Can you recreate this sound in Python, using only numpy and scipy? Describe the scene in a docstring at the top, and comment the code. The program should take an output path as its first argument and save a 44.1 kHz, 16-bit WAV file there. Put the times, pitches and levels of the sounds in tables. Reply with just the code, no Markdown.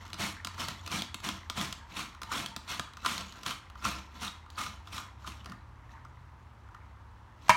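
"""Room noise, low hums and a distant engine drone come first, with the rub and ticks of a plastic holder.
The holder pushes an onion over a mandoline sixteen times, the last strokes lightest: friction noise on the
wet deck, then ruptures at the blade that rasp, hiss with juice and excite the resonant deck and frame.
Fingers then shift on the holder, and it lands with a sharp crack and a modal ring, in a reverberant kitchen.
The engine is a sum of partials on a gliding firing rate: it slows, pulls away and changes gear."""
import sys
import numpy as np
from scipy import signal
from scipy.fft import rfft, irfft
from scipy.io import wavfile

SR = 44100
rng = np.random.default_rng(int(sys.argv[2]) if len(sys.argv) > 2 else 0)


def wrap_up_sound(samples):
    """Save the sound to the file named by the first command line argument, as 16-bit audio."""
    columns = np.atleast_2d(samples).T
    # keep every value between -1 and 1, then stretch to whole-number steps
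    tamed = np.clip(columns, -1, 1)
    steps = np.round(tamed * 32767).astype(np.int16)
    wavfile.write(sys.argv[1], SR, steps)


N = 333396
TIME = np.arange(N) / SR

# Levels in the tables are relative: each source is weighted again where it is mixed.
# strokes over the blade: bite t/s, cut length/s, rasp level/dB, judder level/dB,
# judder peak after the bite/s, frame rumble level/dB, run-up level/dB, run-out level/dB
STROKES = [ (0.199, 0.07, -34.5, -38.5, 0.018, -40, -56, -48),
           (0.597, 0.032, -37.5, -38.5, 0.028, -44, -51.5, -41),
           (0.919, 0.061, -36, -33.5, 0.0089, -39.5, -46, -50),
           (1.246, 0.046, -38.5, -41, 0.026, -42.5, -60, -48.5),
           (1.574, 0.067, -36.5, -33, 0.0088, -40, -55, -43),
           (1.969, 0.042, -38, -38.5, 0.041, -45, -48, -52), (2.32, 0.085, -38, -31, 0.01, -43, -53, -41),
           (2.693, 0.052, -39, -38.5, 0.028, -52, -58, -46.5),
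           (3.057, 0.076, -36, -31, 0.0043, -48.5, -53, -46),
           (3.464, 0.044, -37.3, -37.3, 0.039, -46.5, -58, -68),
           (3.851, 0.036, -34.5, -29.5, 0.0038, -40.5, -51, -41),
           (4.222, 0.032, -38, -41, .020, -48, -53.5, -57),
           (4.587, 0.057, -39.5, -33, 0.028, -50, -57, -48),
           (4.93, 0.064, -44.5, -42.5, 0.085, -59, -54, -58.5),
           (5.272, 0.016, -45.5, -40, 0.0023, -52, -57, -55.5),
           (5.455, 0.083, -69, -56, .070, -52, -74, -69)]
# resonances of the mandoline deck: f/Hz, bandwidth/Hz, level/dB
DECK_MODES = [(1022, 65, -8), (1213, 58, -4.5), (1324, 64, -6), (1411, 93, -7.5)]
# resonances of the frame under the deck: f/Hz, bandwidth/Hz, level/dB
FRAME_MODES = [(116, 42.5, -6), (195.4, 33.4, 1.5), (236.8, 24, -2), (308, 21.3, -3), (701, 43, -9.5)]
# spectral density of the rasp, also of the rub: f/Hz, level/dB
RASP_SPECTRUM = [(150, -6), (460, -7), (750, -1.5), (1050, 7.5), (1750, -0.5), (3100, 2), (4300, -0.5),
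                 (4900, -7), (5450, -2.5), (7100, -7.5), (8400, -15.5), (10300, -22), (11200, -14.5),
                 (16000, -22.5)]
EDGE_DB = 23  # a cut, a judder or a shift of grip swells from, and fades to, this far below its end levels


def from_db(db):
    """Amplitude ratio of a level in decibels."""
    return 10 ** (np.asarray(db) / 20)


def rms_one(x):
    """Normalise the mean square to 1."""
    return x / np.sqrt(np.mean(x ** 2) + 1e-20)


def at_hz(points, hz):
    """Interpolate a spectrum on a logarithmic frequency axis."""
    f, value = np.transpose(points)
    return np.interp(np.log(np.maximum(hz, 1)), np.log(f), value)


def drift(rate, at=TIME):
    """Random modulation: Gaussian values, `rate` a second, joined by straight lines; spread about 1."""
    knots = rng.standard_normal(int(TIME[-1] * rate) + 2)
    return np.interp(at * rate, np.arange(len(knots)), knots) * np.sqrt(3 / 2)


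def swell(corners, levels_db):
    """Gain envelope of one gesture: linear in dB between corner times in s, silent outside."""
    out = np.zeros(N)
    during = slice(*np.searchsorted(TIME, [corners[0], corners[-1]]))
    out[during] = from_db(np.interp(TIME[during], corners, levels_db))
    return out


def colour(x, spectrum, size=8192):
    """Minimum-phase filtering by the folded cepstrum; white noise keeps its power."""
    gain = rms_one(from_db(at_hz(spectrum, np.arange(size // 2 + 1) * SR / size)))
    cepstrum = irfft(np.log(gain))
    cepstrum[1:size // 2] *= 2
    cepstrum[size // 2 + 1:] = 0
    impulse_response = irfft(np.exp(rfft(cepstrum)))
    return signal.fftconvolve(x, impulse_response)[:N]


def resonate(x, modes, size=8192):
    """Modal superposition: parallel damped oscillators; white noise keeps its power."""
    t = TIME[:size]
    ring = 0
    for k, (hz, width, db) in enumerate(modes):
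        decay = np.exp(-np.pi * width * t)
        ring = ring + (-1) ** k * from_db(db) * width * decay * np.cos(2 * np.pi * hz * t)
    return signal.fftconvolve(x, ring / np.linalg.norm(ring))[:N]


def peak(x, hz, q):
    """Single resonance of unit gain, its bandwidth set by the quality factor."""
    b, a = signal.iirpeak(min(hz, .45 * SR), max(q, 1), fs=SR)
    return signal.lfilter(b, a, x + 1e-18)


def grains(per_s, spread_db):
    """Shot noise: tiny ruptures of uneven size and random sign at random moments; rms 1."""
    at, out = np.flatnonzero(rng.random(N) < per_s / SR), np.zeros(N)
    size_db = spread_db * np.minimum(rng.exponential(1, len(at)), 4)
    out[at] = from_db(size_db) * rng.choice([-1, 1], len(at))
    return rms_one(out)


def crackle(per_s, q, lowest_hz=1500, highest_hz=12000, patchy_db=5.5, count=24):
    """Shot noise dealt among resonators whose relative strengths wander; rms 1."""
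    snaps, out = grains(per_s, spread_db=2.0), 0
    moments = np.flatnonzero(snaps)
    dealt = rng.integers(0, count, len(moments))
    for k, hz in enumerate(np.geomspace(lowest_hz, highest_hz, count)):
        at, own = moments[dealt == k], np.zeros(N)
        own[at] = snaps[at] * from_db(patchy_db * drift(rate=25, at=TIME[at]))
        out = out + peak(own, hz, q)
    return rms_one(out)


def bursts(times, levels_db, t60, size=2048):
    """Impact noise: each contact is a random-sign burst with an exponential decay of t60 seconds."""
    out = np.zeros(N + size)
    for s, db in zip(times, levels_db):
        at = int(s * SR)
        out[at:at + size] += from_db(db - 60 * TIME[:size] / t60) * rng.choice([-1, 1], size)
    return out[:N]


def engine():
    """Additive synthesis: partials follow the firing rate; under load the lower ones strengthen."""
    # course of the drone: t/s, firing rate f/Hz, level/dB
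    course = [(0, 90.6, -54), (.6, 90.2, -47.5), (1.2, 90, -58), (1.55, 82.3, -47), (1.9, 72, -65),
              (2.4, 67.9, -52.5), (2.75, 75, -90), (3.1, 79.3, -50), (3.55, 69.8, -72), (3.9, 65.25, -45),
              (4.35, 80, -58), (4.7, 91.66, -51.5), (5.1, 99, -55), (5.6, 114, -55.5), (6.35, 129, -59),
              (6.7, 100, -54.5), (7.15, 104.6, -56.5), (7.56, 111.5, -64)]
    # partials: multiple of the firing rate, coasting level/dB, pulling level/dB
    partials = [(1 / 2, -25, 0), (2 / 3, -19, 2.5), (0.99, 2, 1.7)]
    t, rates, levels = np.transpose(course)
    hz, db = np.interp(TIME, t, rates), np.interp(TIME, t, levels)
    throttle_opens_s, ramp_s = 4.6, 0.42
    load = np.clip((TIME - throttle_opens_s) / ramp_s, 0, 1)
    lowest_hz = 58  # partials below this hardly carry
    out = 0
    for multiple, coasting_db, pulling_db in partials:
        carries = 1 / np.sqrt(1 + (lowest_hz / (multiple * hz)) ** 16)
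        level_db = db + coasting_db + load * (pulling_db - coasting_db) + 1.4 * drift(rate=4.6)
        phase = 2 * np.pi * multiple * np.cumsum(hz) / SR
        out = out + carries * from_db(level_db) * np.sin(phase)
    return out


def background():
    """Stationary coloured noise, slowly amplitude-modulated hums and the distant engine."""
    # spectral density of the room noise: f/Hz, level/dB
    air_spectrum = [(20, -32), (33, -24), (42, -14.5), (72, 1.5), (110, -6.5), (160, -15.5), (280, -18),
                    (440, -25), (680, -23), (950, -14.5), (1350, -20.5), (2500, -32.5), (5000, -42.5),
                    (16000, -58)]
    # low hums of the house: f/Hz, level/dB, waver/dB
    hum_tones = [(48, -61, 2.5), (69.7, -63, 6.5)]
    air = from_db(-54.5) * colour(rng.standard_normal(N), air_spectrum)
    hums = sum(from_db(db + waver_db * drift(rate=2.1)) * np.sin(2 * np.pi * hz * TIME)
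               for hz, db, waver_db in hum_tones)
    return air + hums + engine()


def travel():
    """Friction envelope: run-up to the blade, run-out and braking, odd rubs, and a floor of resting hands."""
    # odd rubs outside the pushes: t/s, level/dB
    odd_rubs = [(0.032, -48), (3.21, -41.5), (3.37, -48.5), (4.17, -56.5), (5.92, -58.5), (7.481, -48.5)]
    run_up_s, run_out_s = 0.053, 0.122  # at speed this long before and after the bite
    start_s, stop_s, rub_s = 0.077, 0.1, 0.12  # getting going, braking; rise and fade of an odd rub
    turn_db = 20  # the rub is this much weaker at the turn
    moving = 0
    for s, *_, up_db, out_db in STROKES:
        fast, slowing = s - run_up_s, s + run_out_s
        moving = moving + swell([fast - start_s, fast, slowing, slowing + stop_s],
                                [up_db - turn_db, up_db, out_db, out_db - turn_db])
    for s, db in odd_rubs:
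        moving = moving + swell([s - rub_s, s, s + rub_s], [db - turn_db, db, db - turn_db])
    return np.maximum(moving, from_db(-72))  # hands resting on the deck


def grip():
    """Contact-force envelope: a steady grip that loosens, plus a soft swell for each shift of the fingers."""
    # shifts of the fingers: t/s, level/dB
    regrips = [(5.52, -59), (5.96, -57), (6.2, -68), (6.76, -62)]
    regrip_s, relax_db_per_s = 0.15, 2.5
    shifts = sum(swell([s - regrip_s, s, s + regrip_s], [db - EDGE_DB, db, db - EDGE_DB])
                 for s, db in regrips)
    return from_db(-56.5 - relax_db_per_s * TIME) + shifts


def sliding():
    """Friction noise: wet plastic rubs and crackles, exciting deck and frame; fingers rustle on the holder."""
    # spectral density of the fingers on the holder: f/Hz, level/dB
    finger_spectrum = [(200, 9.5), (500, -37), (900, 17), (1300, 3), (2000, 8), (2700, -13), (7000, -23),
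                       (16000, -55)]
    fine = from_db(-2.5) * grains(per_s=3200, spread_db=3.5)
    friction = fine + from_db(-7.5) * crackle(per_s=900, q=26, count=16)
    rub = friction * travel() * from_db(2.0 * drift(rate=90))
    surface = from_db(-4.0) * colour(rub, RASP_SPECTRUM)
    deck = from_db(-12.0) * resonate(rub, DECK_MODES)
    frame = from_db(-4.5) * resonate(rub, FRAME_MODES)
    rustle = crackle(per_s=460, q=13.5, lowest_hz=918, highest_hz=3200, count=12)
    fingers = colour(rustle * from_db(-6) * grip(), finger_spectrum)
    return surface + deck + frame + fingers


def ticking(size=2048):
    """Impact excitation: a dry click, pitched by the spot struck, while deck and frame ring."""
    # knocks of the holder on rails and blade: t/s, click level/dB, deck ring level/dB, click pitch f/Hz
    ticks = [ (0.0533, -52, -46, 1630), (0.0785, -51, -58, 1710), (0.1023, -48, -47, 3000),
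             (0.1316, -35, -58, 3200), (0.1421, -40, -42, 4600), (0.4477, -29.5, -36, 4400),
             (0.471, -32, -35, 1580), (0.58, -48, -38.5, 1500), (0.6845, -29.5, -38, 4130),
             (0.863, -37.5, -54, 3200), (0.8763, -35.5, -40, 3100), (1.0207, -30, -55, 3430),
             (1.144, -30, -41, 3800), (1.2023, -46, -52, 3000), (1.2887, -29.5, -31, 3200),
             (1.499, -29.5, -32.5, 2760), (1.5712, -42, -47, 2500), (1.613, -30.5, -37, 3730),
             (1.7265, -30.5, -44, 3200), (2.1485, -52, -43, 1604), (2.2172, -36, -35, 1430),
             (2.2321, -35.5, -40, 5500), (2.3151, -55, -29.5, 1600), (2.326, -51, -40, 1500),
             (2.4610, -31, -47, 3420), (2.5634, -31, -37.5, 3140), (2.7956, -28.5, -30, 1350),
             (2.874, -60, -45, 1400), (2.935, -49, -49, 3100), (2.9702, -44, -40.5, 4790),
             (3.0483, -42, -25.5, 1297), (3.061, -25, -21, 1470), (3.1792, -31.5, -57, 3200),
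             (3.3235, -45.5, -48, 3950), (3.433, -39, -43, 3556), (3.463, -30.5, -35, 3320),
             (3.656, -65, -64, 1300), (3.6997, -50, -50, 1703), (3.7550, -58, -41.5, 1200),
             (3.8232, -50, -41, 1486), (3.8510, -29.5, -23, 1400), (4.2680, -45, -36, 1416),
             (4.4624, -62, -46.5, 1490), (4.5023, -46, -57, 3755), (4.5759, -59, -35, 1260),
             (4.664, -38, -37.5, 1420), (4.873, -50, -43.5, 3300), (4.9802, -35.5, -36, 3200),
             (5.2448, -60, -38, 1250), (5.275, -41, -34.5, 1300), (5.4451, -51, -56, 4420),
             (5.459, -42.5, -42.5, 2757), (5.4971, -48, -61, 5270), (5.52, -46.5, -39, 1502),
             (6.05, -56, -42.5, 1455), (6.6880, -66, -49, 1650), (6.7469, -55.5, -41.5, 1650)]
    # spectral density of the plastic click: f/Hz, level/dB
    click_spectrum = [(150, -3), (500, -5.5), (1100, -3.5), (2200, -0.5), (3400, 4), (5200, -2), (6800, -4),
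                      (8500, -10), (9500, -11.5), (11500, -15), (16000, -19)]
    click, blow = np.zeros(N), np.zeros(N)
    for s, click_db, ring_db, hz in ticks:
        at = int(s * SR)
        snap = bursts([0], [click_db], t60=0.018)[:size]
        spot = peak(snap, hz, q=hz / 750)  # every spot has the same 750 Hz bandwidth
        click[at:at + size] += from_db(2.0) * snap + from_db(-5.5) * spot
        blow[at] = from_db(ring_db + 20.5)
    frame = from_db(-9.5) * resonate(click, FRAME_MODES)
    return colour(click, click_spectrum) + resonate(blow, DECK_MODES) + frame


def pressure(levels_db, sag_db):
    """Force envelope at the blade: each cut bites, eases through the onion and lets go."""
    bite_s, release_s = 0.025, 0.085
    force = 0
    for (s, length, *_), db in zip(STROKES, levels_db):
        end, end_db = s + length, db - sag_db
        force = force + swell([s - bite_s, s, end, end + release_s],
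                              [db - EDGE_DB, db, end_db, end_db - EDGE_DB])
    return force


def drag():
    """Strain envelope on the deck: it builds past the bite until the onion gives way, then fades."""
    rise_s, fade_s, onset_db = 0.035, 0.069, 3.5  # at the bite it is onset_db below its peak
    strain = 0
    for s, _, _, db, lag, *_ in STROKES:
        strain = strain + swell([s - rise_s, s, s + lag, s + lag + fade_s],
                                [db - EDGE_DB, db - onset_db, db, db - EDGE_DB])
    return strain


def deck_under_load(force):
    """Shifting modal participation: as the holder travels, now one deck mode answers most, now another."""
    total = np.linalg.norm(from_db(np.array(DECK_MODES)[:, 2]))
    out = 0
    for hz, width, db in DECK_MODES:
        share = from_db(db + 2 * drift(rate=14)) / total
        out = out + share * resonate(grains(per_s=1200, spread_db=2.0) * force, [(hz, width, 0)])
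    return out


def cutting():
    """Fracture noise: cells burst and spray layer by layer; drag makes the deck judder and the frame rumble."""
    # spectral density of the juice hiss: f/Hz, level/dB
    juice_spectrum = [(2500, -46), (6000, 7.5), (9000, 15), (11500, 2), (16000, 0)]
    _, _, rasp_db, _, _, rumble_db, _, _ = np.transpose(STROKES)
    layers = from_db(1.14 * drift(rate=180))
    force = layers * pressure(rasp_db, sag_db=1.5)
    fine = from_db(-2.5) * grains(per_s=7000, spread_db=2.5)
    tearing = fine + from_db(-6.5) * crackle(per_s=2200, q=23.0)
    rasp = colour(tearing * force, RASP_SPECTRUM)
    spray = grains(per_s=1800, spread_db=-1.5) * force
    juice = colour(spray * from_db(-13.5), juice_spectrum)
    judder = deck_under_load(layers * drag())
    catches = from_db(2.0 * drift(rate=140))  # the onion catches and slips
    jolts = grains(per_s=2500, spread_db=0.0) * catches * pressure(rumble_db, sag_db=3.4)
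    rumble = resonate(jolts, FRAME_MODES)
    return from_db(1.0) * rasp + juice + from_db(-6.0) * judder + from_db(2.0) * rumble


def table_echoes(x):
    """Comb-like interference: reflections close behind the direct sound ripple its spectrum."""
    # first reflections from bowl and table: delay t/s, level/dB
    echoes = [(.0011, -52.5), (.0023, -21), (.0037, -22.5)]
    return x + sum(from_db(db) * np.pad(x, (int(delay * SR), 0))[:N] for delay, db in echoes)


def landing():
    """Impact and free vibration: one edge touches, the holder slaps down and rocks; crack and hollow ring."""
    # contacts with the table: t/s, crack level/dB, ring level/dB
    contacts = [(7.4826, -35.5, -54), (7.4942, -12.5, -1), (7.4982, -31, -21), (7.5037, -19.5, -18)]
    # modes of the holder on the table: f/Hz, level/dB, t60/s
    holder_modes = [(123, -28, 0.15), (188.5, -26, 0.075), (493, -40, 0.11), (634, -17, 0.061),
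                    (775, -32, 0.066), (863, -18.5, 0.078), (969, -7.5, 0.073), (1014, -18, 0.11),
                    (1280, -26, 0.093), (1235, -26, 0.14), (1650, -21.5, .16), (1850, -25, 0.19),
                    (2166, -26, 0.16), (2264, -26, 0.16), (2360, -21, 0.12), (2620, -33, 0.13),
                    (2740, -36, 0.079), (3120, -30, 0.12), (3070, -39, 0.066), (3820, -24, 0.036)]
    # spectral density of the crack: f/Hz, level/dB
    crack_spectrum = [(200, -35), (500, -13), (900, 3.5), (1500, -4.5), (2600, -2.5), (3400, -12),
                      (4200, -10.5), (6300, -13.5), (8500, -19.5), (16000, -31)]
    s, crack_db, _ = np.transpose(contacts)
    out = colour(bursts(s, crack_db, t60=0.033), crack_spectrum)
    for start, _, ring_db in contacts:
        at = int(start * SR)
        t = TIME[:N - at]
        seating = 1 - np.exp(-t / 0.00086)  # the edge takes a moment to seat
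        for hz, mode_db, t60 in holder_modes:
            decay = from_db(ring_db + mode_db - 60 * t / t60)
            out[at:] += decay * seating * np.sin(2 * np.pi * hz * (t - .0012))
    return out


def kitchen(x, first_echo_s=0.0035, size=32768):
    """Diffuse reverberation: convolution with noise that decays at its own rate in each octave band."""
    # reverberation time of the kitchen: f/Hz, t60/s
    decay_times = [(100, 0.33), (400, 0.19), (1200, 0.5), (4000, 0.41), (8000, 0.38), (16000, 0.21)]
    t, white = TIME[:size], rfft(rng.standard_normal(size))
    octave = np.log2(np.clip(np.arange(len(white)) * SR / size, 125, 16000) / 125)
    tail = 0
    for k in range(8):
        band = irfft(white * np.maximum(1 - abs(octave - k), 0))
        tail = tail + band * from_db(-60 * t / at_hz(decay_times, 125 * 2 ** k))
    tail = tail * (t > first_echo_s)
    return signal.fftconvolve(x, tail / np.linalg.norm(tail))[:N]


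def scene():
    """Superposition of direct sound from slicer and holder, their reverberation and the background."""
    far = background()
    slicer = from_db(-.5) * table_echoes(sliding() + cutting()) + ticking()
    clack = landing()
    room = kitchen(from_db(-9.0) * slicer + from_db(-8) * clack)
    return (slicer + clack + room + far)[None]


def record(dry, top=0.7, low_cut_hz=34, high_cut_hz=16000):
    """Band limiting and soft saturation: deep bass and top treble are cut, the loudest peaks rounded."""
    dry = signal.sosfilt(signal.butter(4, low_cut_hz, "high", fs=SR, output="sos"), dry)
    rounded = dry / (1 + (dry / top) ** 6) ** (1 / 6)
    return signal.sosfilt(signal.ellip(10, .1, 70, high_cut_hz, fs=SR, output="sos"), rounded)


dry = scene()
out = record(dry)
wrap_up_sound(out)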